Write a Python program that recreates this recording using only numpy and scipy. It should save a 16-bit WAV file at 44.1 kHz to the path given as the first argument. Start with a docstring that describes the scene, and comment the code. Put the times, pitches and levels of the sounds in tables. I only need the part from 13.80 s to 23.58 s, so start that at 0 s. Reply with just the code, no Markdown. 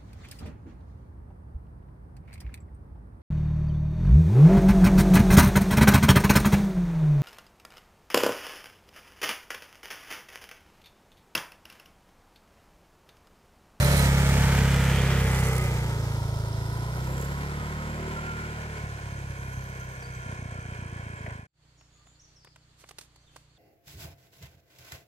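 """A four-stroke scooter pulls away on a country road, eases off, speeds up and coasts on.
Its exhaust and air intake pulse once per engine cycle, over a clattering drive, ticking valves
and whining gears. The ride fades into a quiet roadside, where an engine idles faintly,
insects hiss, birds sing gliding notes and banknotes snap and slide as someone counts them."""
import sys
import numpy as np
from scipy import signal
from scipy.fft import rfft, irfft
from scipy.io import wavfile
from scipy.ndimage import uniform_filter1d, map_coordinates

SR = 44100
rng = np.random.default_rng(int(sys.argv[2]) if len(sys.argv) > 2 else 0)


def dump_mix(stems):
    """Bounce the given channels to the path in sys.argv[1] as a 16-bit WAV at rate SR."""
    frames = np.atleast_2d(stems).T  # one column per channel
    limited = np.clip(frames, -1, 1)  # hard clip at full scale
    pcm = np.round(limited * 32767).astype(np.int16)
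    wavfile.write(sys.argv[1], SR, pcm)


N = 431298
TIME = np.arange(N) / SR
FREQ = np.maximum(np.arange(N // 2 + 1) * SR / N, 1)
START_M = 1.717  # how far away the scooter starts
SILENCER_HZ = 265  # the silencers cut off steeply above this

# how often the engine fires: time_s, rate_hz
FIRING_RATE = [(0.0, 34.36), (1.21, 33.46), (1.7, 32.03), (2.32, 27.22), (2.84, 27.47), (3.48, 34.4),
               (3.91, 36.99), (4.31, 38.1), (4.87, 37.24), (5.26, 34.39), (5.7, 32.67), (6.29, 31.74),
               (7.28, 28.5), (7.6, 26.43)]
# how fast the scooter moves: time_s, speed_m_per_s
ROAD_SPEED = [(0, .2), (1, 1.4), (1.8, 2.72), (2.7, 2.88), (3.3, 3.2), (3.6, 3.32), (3.76, 3.74),
              (4.05, 3.87), (4.4, 4.16), (4.95, 4.36), (5.5, 4.32), (6.35, 4.24), (7.6, 3.9)]
# the roadside fades in: time_s, gain
ROADSIDE_FADE = [(7.73, 0.037), (7.85, 0.97), (8.0, 1)]


def undb(db):
    """Turn decibels into a gain."""
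    return 10 ** (np.asarray(db) / 20)


def curve(points):
    """Join (time_s, value) points with straight lines."""
    return np.interp(TIME, *np.transpose(points))


def swell(peak_s, half_length_s):
    """A smooth, bell-shaped rise and fall."""
    return np.exp(-((TIME - peak_s) / half_length_s) ** 2)


def burst(start_s, decay_s):
    """A sudden start that dies away."""
    return (TIME >= start_s) * np.exp(-np.clip((TIME - start_s) / decay_s, 0, 40))


def unit(x):
    """Scale a signal to an average (rms) level of 1."""
    return x / np.sqrt(np.mean(x ** 2))


def shape(x, response):
    """Apply a filter, given as a gain for each frequency."""
    return irfft(rfft(x) * response, N)


def colour(points):
    """A filter drawn through (pitch_hz, level_db) points."""
    hz, db = np.transpose(points)
    return undb(np.interp(np.log(FREQ), np.log(hz), db))


def resonance(hz, width_hz):
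    """A filter that rings at one pitch, where its gain is 1."""
    return 1 / (1 + 1j * (FREQ ** 2 - hz ** 2) / (FREQ * width_hz))


def modes(table):
    """A filter that rings at several pitches: pitch_hz, width_hz, level_db."""
    return sum(undb(db) * resonance(hz, width) for hz, width, db in table)


def band(low_hz, high_hz, order=12):
    """A steep filter that keeps what lies between two frequencies."""
    return ((1 + (low_hz / FREQ) ** order) * (1 + (FREQ / high_hz) ** order)) ** -.5


def drift(rate_hz):
    """A smooth random wander, about 1 in size."""
    step = int(SR / rate_hz)
    steps = np.repeat(rng.standard_normal(N // step + 1), step)
    return 1.2 * uniform_filter1d(steps, step)[:N]


def stereo_noise(spread):
    """White noise; spread (0-1) is the share that differs between left and right."""
    noise = rng.standard_normal((3, N))
    return np.sqrt(1 - spread) * noise[0] + np.sqrt(spread) * noise[1:]


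def pan(x, right_db):
    """Make the right channel louder than the left by right_db."""
    return x * undb(np.array([[-right_db], [right_db]]) / 2)


def delay(x, ms):
    """Delay a signal by a time that may vary."""
    return map_coordinates(x, [(TIME - ms / 1000) * SR], mode="nearest")


def strokes(cycles, at, scatter_db):
    """One pulse per cycle, at a point (0-1) in it; scatter_db varies the strength."""
    hits = np.diff(np.floor(cycles - at), prepend=np.floor(-at)) > 0
    strength = undb(scatter_db * rng.standard_normal(512))[cycles.astype(int) % 512]
    return hits * strength / np.gradient(cycles)


def repeating(cycles, memory, size=1400):
    """Noise in which each cycle resembles the last, more so as memory nears 1."""
    fresh = rng.standard_normal((400, size))
    turns = signal.lfilter([1], [1, -memory], fresh, axis=0)[20:].ravel()
    return unit(np.interp(cycles * size, np.arange(len(turns)), turns))


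def roadside(idle_hz=30.1, air_db=-66, insect_db=-75):
    """Still air, a thin hiss of insects and the hum of an idling engine."""
    # tone of the quiet air: pitch_hz, level_db
    air_tone = [(25, 0), (120, -7.5), (230, -7.5), (500, -11.5), (1300, -12), (2500, -15), (3500, -13.5),
                (5500, -21.5), (7300, -15.5), (9500, -28), (15500, -38)]
    # overtones of the idling engine: multiple_of_firing_rate, level_db
    overtones = [(2, -67), (3, -75), (4, -68.5), (5, -69), (6, -82.5), (10, -79.5)]
    cycles = np.cumsum(idle_hz * (1 + 0.016 * drift(2.8))) / SR
    idle = sum(undb(db + drift(6.2)) * np.sqrt(2) * np.cos(2 * np.pi * k * cycles)
               for k, db in overtones)
    low_air = shape(stereo_noise(0.15), colour(air_tone) * band(11, 670))
    high_air = shape(stereo_noise(0.85), colour(air_tone) * band(610, 16000))
    insects = unit(shape(stereo_noise(1.0), resonance(4440, 500) ** 2))
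    air = unit(low_air + high_air) * undb(air_db + 1.2 * drift(7.8))
    return idle + air + insects * undb(insect_db + 3.1 * drift(40))


def birds(direct_db=-1, echo_db=-8, echo_s=0.083, tree_db=-7):
    """Thin gliding notes: clear along the lane, then warbling and smeared by the trees."""
    # bird notes: start_s, length_s, start_hz, middle_hz, end_hz, level_db
    notes = [(6.2, 0.02, 6400, 5850, 5100, -52), (6.214, 0.064, 5150, 4620, 5000, -51),
             (6.342, 0.045, 7600, 7804, 7450, -57), (7.349, 0.073, 7560, 7386, 6973, -59),
             (7.963, 0.051, 7000, 6674, 6400, -59), (7.965, 0.067, 5700, 5500, 5260, -62),
             (8.104, 0.082, 6530, 6860, 6950, -61), (8.232, 0.092, 6612, 7180, 7000, -57),
             (8.11, 0.06, 3400, 3500, 3420, -67), (8.244, 0.075, 3400, 3590, 3550, -68),
             (8.393, 0.017, 5200, 5800, 6700, -48.5), (8.409, 0.02, 6860, 6000, 5300, -49),
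             (8.435, 0.024, 6470, 5690, 5660, -53), (8.552, 0.031, 6230, 5530, 5060, -51),
             (8.579, 0.13, 5050, 4900, 5350, -57), (8.132, 0.11, 1260, 1210, 1220, -64.5),
             (9.393, 0.046, 5400, 6024, 6250, -66), (9.462, 0.04, 3790, 3440, 2977, -56),
             (9.503, 0.073, 2260, 2640, 2800, -63), (9.76, 0.031, 3827, 3465, 3100, -56)]
    in_trees = TIME > ROADSIDE_FADE[0][0]
    warble = 1 + np.where(in_trees, 0.028, 0.006) * drift(400)
    song = np.zeros(N)
    for start_s, length_s, *glide_hz, db in notes:
        inside = (TIME >= start_s) & (TIME < start_s + length_s)
        progress = (TIME[inside] - start_s) / length_s
        hz = np.polyval(np.polyfit([0, .5, 1], glide_hz, 2), progress) * warble[inside]
        song[inside] += undb(db) * np.sin(np.pi * progress) * np.sin(2 * np.pi * np.cumsum(hz) / SR)
    trees = unit(stereo_noise(1.0) * burst(0, echo_s))[:, :SR] / np.sqrt(N)
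    echo = signal.fftconvolve(song[None], trees, axes=1)[:, :N]
    return undb(direct_db + tree_db * in_trees) * song + undb(echo_db - tree_db / 2 * in_trees) * echo


def banknotes(rebound_s=0.0034, tail_db=-22, tail_s=0.019):
    """A flicked note buckles with a double snap; notes hiss as they slide over each other."""
    # notes snapping: start_s, level_db, treble_db, decay_s
    snaps = [(8.011, -49.5, -16, 0.0018), (8.269, -56.5, -9, 0.0034), (8.647, -46.5, -3, 0.0016),
             (8.672, -48.5, -25, 0.0027), (8.76, -49.5, -5, 0.003), (9.039, -44.5, -25, 0.0029),
             (9.089, -52, 4, 0.0044), (9.11, -45.5, -3, 0.0027), (9.185, -46.5, 8, 0.0041),
             (9.211, -57, 10.5, 0.0035), (9.359, -60.5, 3, 0.0041), (9.561, -46.5, -2.5, 0.0052)]
    # notes sliding: peak_s, level_db, half_length_s
    slides = [(9.011, -57.5, 0.026), (9.088, -61, 0.028), (9.22, -59, 0.041), (9.577, -67, 0.057)]
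    body, crisp = 0, 0
    for start_s, db, treble_db, decay_s in snaps:
        rebound = 0.72 * burst(start_s + rebound_s, decay_s / 2)
        snap = undb(db) * (burst(start_s, decay_s) + rebound + undb(tail_db) * burst(start_s, tail_s))
        body += snap
        crisp += snap * undb(treble_db)
    slide = sum(undb(db) * swell(peak_s, half_s) for peak_s, db, half_s in slides)
    sheet_tone = colour([(150, -21), (330, -1.5), (1100, -0.5), (2800, -8.5), (4500, -22.5), (9000, -59)])
    edge_tone = colour([(800, -7.5), (3500, -4.0), (8500, -3.0), (15000, -19)])
    sheet = unit(shape(stereo_noise(0.23), sheet_tone))
    edge = unit(shape(stereo_noise(0.57), edge_tone))
    return pan(body * sheet, right_db=-2.0) + pan((crisp + slide) * edge, right_db=2.5)


def motion():
    """The ride: distance, engine speed in octaves above the start, throttle and belt side in view."""
    # the rider pulls away, eases off, opens up again and shuts off: time_s, opening (0-1)
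    throttle = [(0, 0.55), (1.35, 0.74), (1.9, 0.6), (2.7, 0.11), (3.3, 0.75), (4.3, 0.95), (4.9, 0.56),
                (5.2, 0.08)]
    # the belt side faces the listener, turns away and comes back in the bend: time_s, share (0-1)
    belt_in_view = [(0, 1), (1.1, 1), (1.6, 0.92), (2.4, 0), (2.8, 0.07), (4.3, 0.53), (5.3, 0.47),
                    (7.6, 0.9)]
    firing_hz = curve(FIRING_RATE)
    return dict(metres=START_M + np.cumsum(curve(ROAD_SPEED)) / SR,
                octaves=np.log2(firing_hz / firing_hz[0]),
                throttle=curve(throttle), belt_side=curve(belt_in_view))


def loudness(ride, db, doubling_db, octave_db, throttle_db=0, side_db=0):
    """A part's level in dB: it falls as distance doubles and follows revs, throttle and side in view."""
    return (db + doubling_db * np.log2(ride["metres"] / START_M) + octave_db * ride["octaves"]
            + throttle_db * ride["throttle"] + side_db * ride["belt_side"])


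def bumps(clack_delay_s=0.002):
    """Loose panels thud and then clack when the wheels hit a rough patch."""
    # jolts: start_s, thud_db, clack_db, thud_decay_s
    jolts = [(3.165, -37, -60, 0.026), (3.291, -38.5, -48, 0.037), (7.461, -38, -35.5, 0.018),
             (7.497, -46, -43, 0.025)]
    thud = sum(undb(db) * burst(s, decay_s) for s, db, _, decay_s in jolts)
    clack = sum(undb(db) * burst(s + clack_delay_s, decay_s / 2) for s, _, db, decay_s in jolts)
    frame = unit(shape(stereo_noise(0.047), resonance(550, 300) * band(250, 1200)))
    panel = unit(shape(stereo_noise(0.85), resonance(1800, 740) * band(1540, 2500)))
    return thud * frame + clack * panel


def brake_and_sizzle(cycles, squeal_db=-42, drag_db=-38, groan_db=-38, release_s=0.321):
    """The brake drags, groans and sings until let go; later, high rings and hisses swell and fade."""
    # the singing brake: pitch_hz, width_hz, level_db
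    squeal_rings = [(2160, 75, -2), (4080, 100, 6), (8700, 600, -1.5), (10200, 350, -1.5), (11400, 590, -6)]
    # its low groan: pitch_hz, width_hz, level_db
    groan_rings = [(470, 31, -7.5), (578, 44, 2)]
    # brief scrapes, metallic rings and sizzling hiss: peak_s, half_length_s, pitch_hz, width_hz, level_db
    high_swells = [(1.23, 0.15, 3200, 650, -47.5), (1.68, 0.23, 7650, 9400, -47.5),
                   (2.954, 0.15, 11000, 1700, -66), (5.65, 0.3, 10200, 259.8, -73),
                   (5.65, 0.24, 11700, 400.2, -73), (2.695, 0.94, 5200, 502, -64),
                   (3.373, 0.15, 7500, 1100, -57.5), (3.355, 0.25, 11100, 7000, -59.5),
                   (4.304, 0.65, 7260, 698, -67.5), (5.85, 1.14, 6230, 330, -67),
                   (5.99, 0.45, 12690, 5000, -71.5)]
    held = np.clip((release_s - TIME) / 0.1, 0, 1)
    sizzle = stereo_noise(0.79) * undb(4.5 * drift(400) + 1.7 * np.cos(4 * np.pi * (cycles - .12)))
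    treble = unit(shape(sizzle, modes(squeal_rings) * band(1700, 15000))) * held * undb(squeal_db)
    for peak_s, half_s, hz, width, db in high_swells:
        treble += unit(shape(sizzle, resonance(hz, width) ** 2)) * undb(db) * swell(peak_s, half_s)
    drag_tone = colour([(200, -15), (470, -13.5), (800, -11), (3000, -16), (7000, -23), (15000, -24.5)])
    drag = unit(shape(stereo_noise(.2), drag_tone)) * undb(drag_db)
    groan = unit(shape(repeating(cycles, memory=0.95), modes(groan_rings) * band(350, 620)))
    return pan(treble, right_db=19.5) + (pan(drag, right_db=13.0) + groan * undb(groan_db)) * held


def valves(cycles, ride, decay_cycles=0.025):
    """The valves make two short metallic ticks in each cycle."""
    # ring of the valve gear: pitch_hz, width_hz, level_db
    rings = [(5330, 120, -3), (6300, 170, 6), (7300, 250, 1), (8350, 280, 14.5), (10100, 90, -11),
             (11500, 130, -8), (13600, 1800, -24)]
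    ticks = np.exp(-((2 * cycles - .45) % 1) / (2 * decay_cycles))
    metal = unit(shape(stereo_noise(0.6) * ticks, modes(rings) * band(3600, 20000)))
    level_db = loudness(ride, db=-56.5, doubling_db=-4.0, octave_db=10.0, throttle_db=-8.5, side_db=12)
    return pan(metal * undb(level_db), right_db=8.5)


def gears(ride, hz_per_m_s=330, flutter_db=4.0, leak_db=-18, overtone_db=-17):
    """Gear teeth whine at a pitch set by road speed, louder where their case rings along."""
    # ring of the gear case: pitch_hz, width_hz, level_db
    rings = [(935, 50, -3.5), (1075, 60, -6.5), (1250, 50, -10), (1378, 40, 2), (1410, 40, -5)]
    waver = (0.006 + 0.001 * ride["throttle"]) * drift(110)
    phase = 2 * np.pi * np.cumsum(hz_per_m_s * curve(ROAD_SPEED) * (1 + waver)) / SR
    flutter = undb(flutter_db * drift(25))
    case = undb(leak_db) + sum(undb(db) * abs(resonance(hz, width)) ** 2 for hz, width, db in rings)
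    whine = unit(shape(np.sin(phase) * flutter, case))
    overtone = undb(overtone_db) * ride["throttle"] * flutter * np.sin(2 * phase)
    level_db = loudness(ride, db=-48.5, doubling_db=-1.5, octave_db=15.0, throttle_db=2)
    return (whine + overtone) * undb(level_db)


def judder(cycles, level_db=-38, chatter=0.37):
    """As the clutch locks, its shoes grab twice a cycle: a growl whose pitch falls with the revs."""
    # what the grabbing rings: pitch_hz, width_hz, level_db
    rings = [(379, 23, 1), (447.2, 28, -4.5), (540, 52, -12), (810, 100, -18), (1237, 55, -4.5),
             (1600, 90, -12), (2020, 91, -3)]
    grabs = unit(repeating(2 * cycles, memory=0.88)) + chatter * repeating(cycles, memory=0.6)
    knocks = unit(strokes(2 * cycles, at=0.15, scatter_db=0.5))
    ringing = unit(shape(grabs + knocks, modes(rings) * band(340, 2300)))
    return ringing * undb(level_db) * swell(peak_s=1.73, half_length_s=0.27)


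def growl(cycles, ride, roughness=0.92):
    """A knock on each turn of the crank (two per cycle) rings the engine casing."""
    # ring of the casing: pitch_hz, width_hz, level_db
    rings = [(385, 39, 2), (470.6, 28, 3.5), (560, 220, -5)]
    # the clutch bites and loads the engine: peak_s, half_length_s, boost_db
    bites = [(3.247, 0.59, 4)]
    knocks = unit(strokes(2 * cycles, at=0.316, scatter_db=5.5))
    knocks += roughness * repeating(cycles, memory=0.75)
    bite_db = sum(db * swell(peak_s, half_s) for peak_s, half_s, db in bites)
    level_db = loudness(ride, db=-51.0, doubling_db=-3.0, octave_db=3.5, throttle_db=11) + bite_db
    return unit(shape(knocks, modes(rings) * band(240, 450))) * undb(level_db)


def drive(cycles, ride, load_db=1.5, slip_db=-49.5):
    """Casing, belt, clutch and tyres: gritty noise that throbs with the crank and the firing."""
    # tone from beside: pitch_hz, level_db
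    near_tone = [(200, -9), (310, -6.5), (460, 3), (570, 0.5), (680, -6), (820, -5), (950, -6),
                 (1090, -10.5), (1270, -4), (2200, -3.5), (2700, -9), (3200, -5.5), (4000, -10.5),
                 (7500, -11.5), (11000, -18), (15500, -14.5)]
    # tone from behind: pitch_hz, level_db
    rear_tone = [(200, -10), (290, -1), (400, -0.5), (560, -2), (840, -6.5), (970, 0.5), (1080, -5),
                 (1165, -13), (1260, 0.5), (1520, 1.5), (1670, -6.5), (1880, 0.5), (2250, -4), (2650, -9),
                 (3200, -6), (4000, -9), (7500, -14.5), (11000, -17.5), (15500, -18)]
    # tone from far off: pitch_hz, level_db
    far_tone = [(200, 0), (295, -7), (400, 0.5), (740, -1.5), (860, -9.5), (1000, 1), (1130, -3.5),
                (1200, -13), (1300, -9), (1500, 3), (1950, -2), (2400, -0.5), (2850, -7.5), (3250, -12.5),
                (3900, -9.5), (8600, -10), (10000, -22.5), (15500, -22)]
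    # ring of the belt cover and heat shield: pitch_hz, width_hz, level_db
    cover_rings = [(980, 290, -23), (1470, 160, -0.5), (1710, 65, 6.5), (2209, 65, 6), (2433, 26, 3.5),
                   (3180, 89, 11)]
    tones = colour(near_tone), colour(rear_tone), colour(far_tone) * (1 + modes(cover_rings))
    tone_distances_m = [4.6, 6.7, 19.9]
    shares = [np.interp(ride["metres"], tone_distances_m, row) for row in np.eye(3)]
    casing_db = loudness(ride, db=-36.5, doubling_db=-3.5, octave_db=1.5, throttle_db=4.0)
    belt_db = loudness(ride, db=-41.5, doubling_db=-2.5, octave_db=9.5, throttle_db=2.5, side_db=8.0)
    hiss_db = loudness(ride, db=-35.0, doubling_db=-6.0, octave_db=6.0, throttle_db=-0.95, side_db=0.95)
    phase = 2 * np.pi * (cycles - .2)
    throb_db = -0.2 * np.cos(2 * phase) - 0.3 * (1 - ride["throttle"]) * np.cos(phase)
    grit = unit(undb(throb_db + 1.3 * drift(450) + 0.53 * drift(14)))
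    # the same parts knock in the same order on every cycle
    clatter = 0.9 * repeating(cycles, memory=0.87)
    power_stroke = unit(undb(load_db * ride["throttle"] * np.cos(2 * np.pi * (cycles - .66))))

    def layer(noise, passband):
        """Roughen a band of noise and blend the three tones by distance."""
        return sum(share * unit(shape(noise * grit, passband * tone))
                   for share, tone in zip(shares, tones))

    casing = layer((stereo_noise(0.05) + clatter) * power_stroke, band(180, 1137)) * undb(casing_db)
    belt = layer(stereo_noise(0.72) + clatter, band(804, 3070)) * undb(belt_db)
    hiss = layer(stereo_noise(0.75), band(3410, 13900)) * undb(hiss_db)
    # the slipping clutch rasps as the scooter pulls off
    slip = layer(stereo_noise(0.5) + clatter, band(1700, 3000)) * undb(slip_db)
    slip *= swell(peak_s=1.08, half_length_s=0.29)
    return casing + pan(belt + slip, right_db=1.5) + pan(hiss, right_db=0.5)


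def burble(cycles, intake_db, relative_db=-19, decay_cycles=0.37):
    """With the throttle open, swirling gas follows each exhaust pulse out of the tailpipe."""
    puffs = rng.standard_normal(N) * np.exp(-(cycles % 1) / decay_cycles)
    return unit(shape(puffs, resonance(200, 130) * band(92, 300))) * undb(intake_db + relative_db)


def intake(cycles, level_db, cutoff_hz=170, damping=0.66):
    """The piston gulps air once a cycle through a tube and a ringing air box."""
    gulps = strokes(cycles, at=0.7932, scatter_db=1.0) * undb(level_db)
    tube = 1 / (1 + 1j * damping * FREQ / cutoff_hz - (FREQ / cutoff_hz) ** 2)
    air_box = modes([(68.0, 22, -13.0), (92.7, 13.6, -4.0)])
    upper_ring = 1 + undb(4) * resonance(232, 24)
    return -shape(gulps, air_box * tube * upper_ring * band(10, SILENCER_HZ))


def exhaust(cycles, ride, coast_s=6.45, hard_db=-43.0, fade_db_per_s=3, chuff_db=-1, chuff_s=0.0055):
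    """Each firing sends a pulse of gas that rings the muffler; off the throttle, some pop hard."""
    # single hard firings: time_s, level_db
    single_pops = [(5.03, -42), (5.315, -42.5), (5.435, -46), (5.5, -51), (5.81, -56), (5.9, -51)]
    throttle = ride["throttle"]
    # from about coast_s on, three cycles out of four fire hard
    coast_cycle = np.floor(cycles - np.floor(np.interp(coast_s, TIME, cycles)) - .5)
    fires_hard = (coast_cycle >= 0) * (coast_cycle % 4 < 3)
    pop_gain = undb(hard_db - fade_db_per_s * (TIME - coast_s)) * fires_hard
    for time_s, db in single_pops:
        pop_gain += undb(db) * (abs(TIME - time_s) < .014)
    pop_gain *= undb(0.8 * drift(30))

    pulses = strokes(cycles + 0.008 * drift(30), at=0.0057, scatter_db=0)  # slightly uneven timing
    swirl = np.std(pulses) * undb(-19 - 6 * throttle) * rng.standard_normal(N)
    uneven = undb(1.7 * (throttle < 0.15) * drift(45))  # strength wanders with the throttle nearly shut
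    level_db = loudness(ride, db=-14.0, doubling_db=-5.0, octave_db=-0.5, throttle_db=3.0)
    gas = (pulses * uneven * (1 - 0.95 * fires_hard) + swirl) * undb(level_db)

    # off the throttle the gas cools, so the muffler rings lower
    heat = np.clip(throttle / 0.56, 0, 1)
    hot = shape(gas * heat, resonance(124, 27.4) * resonance(65.7, 20.8))
    cool = shape(gas * (1 - heat), resonance(116.7, 22.6) * resonance(60.4, 25.0))
    cool *= undb(curve([(5.95, 2), (6.26, -1)]))  # the putter sinks as the scooter coasts

    # a hard firing is shorter, reaches higher and spits a chuff of gas past the silencer
    hard_pulses = pulses * pop_gain
    pops = shape(hard_pulses, resonance(95, 66) * resonance(73, 250) * band(43, 300, order=6))
    spit = shape(hard_pulses, 1 / (1 + 2j * np.pi * FREQ * chuff_s)) * rng.standard_normal(N)
    chuff = shape(spit, resonance(330, 380) * band(220, 1100, order=4)) * undb(chuff_db)
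    return shape(-hot - cool - delay(pops, ms=2.04), band(10, SILENCER_HZ)) + chuff


def scooter(start_lag_ms=-0.18, far_lag_ms=0.35):
    """All the scooter's parts; as it rides off to the left, its sound reaches the right side later."""
    ride = motion()
    cycles = np.cumsum(curve(FIRING_RATE)) / SR  # engine cycles counted so far
    intake_db = loudness(ride, db=-33.0, doubling_db=-6.5, octave_db=-0.5, throttle_db=18.5)
    gas_flow = intake(cycles, intake_db) + exhaust(cycles, ride) + burble(cycles, intake_db)
    engine = pan(gas_flow + growl(cycles, ride) + judder(cycles) + gears(ride), right_db=0.87)
    left, right = engine + drive(cycles, ride) + valves(cycles, ride) + brake_and_sizzle(cycles) + bumps()
    lag_ms = far_lag_ms + (start_lag_ms - far_lag_ms) * START_M / ride["metres"]
    return np.array([left, delay(right, lag_ms)])


def scene():
    """The ride fades out and the roadside fades in, a little to the right."""
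    # the scooter fades out: time_s, gain
    ride_fade = [(7.52, 1), (7.6, 0.6), (7.665, 0.25), (7.67, 0)]
    left, right = pan(roadside() * curve(ROADSIDE_FADE) + banknotes(), right_db=1.5)
    quiet_place = np.array([delay(left, ms=0.071), right])
    return scooter() * curve(ride_fade) + quiet_place + birds()


def record(dry):
    """Cut away the highest treble, above 15600 Hz."""
    return signal.sosfilt(signal.ellip(12, .2, 80, 15600, fs=SR, output="sos"), dry)


dry = scene()
out = record(dry)
dump_mix(out)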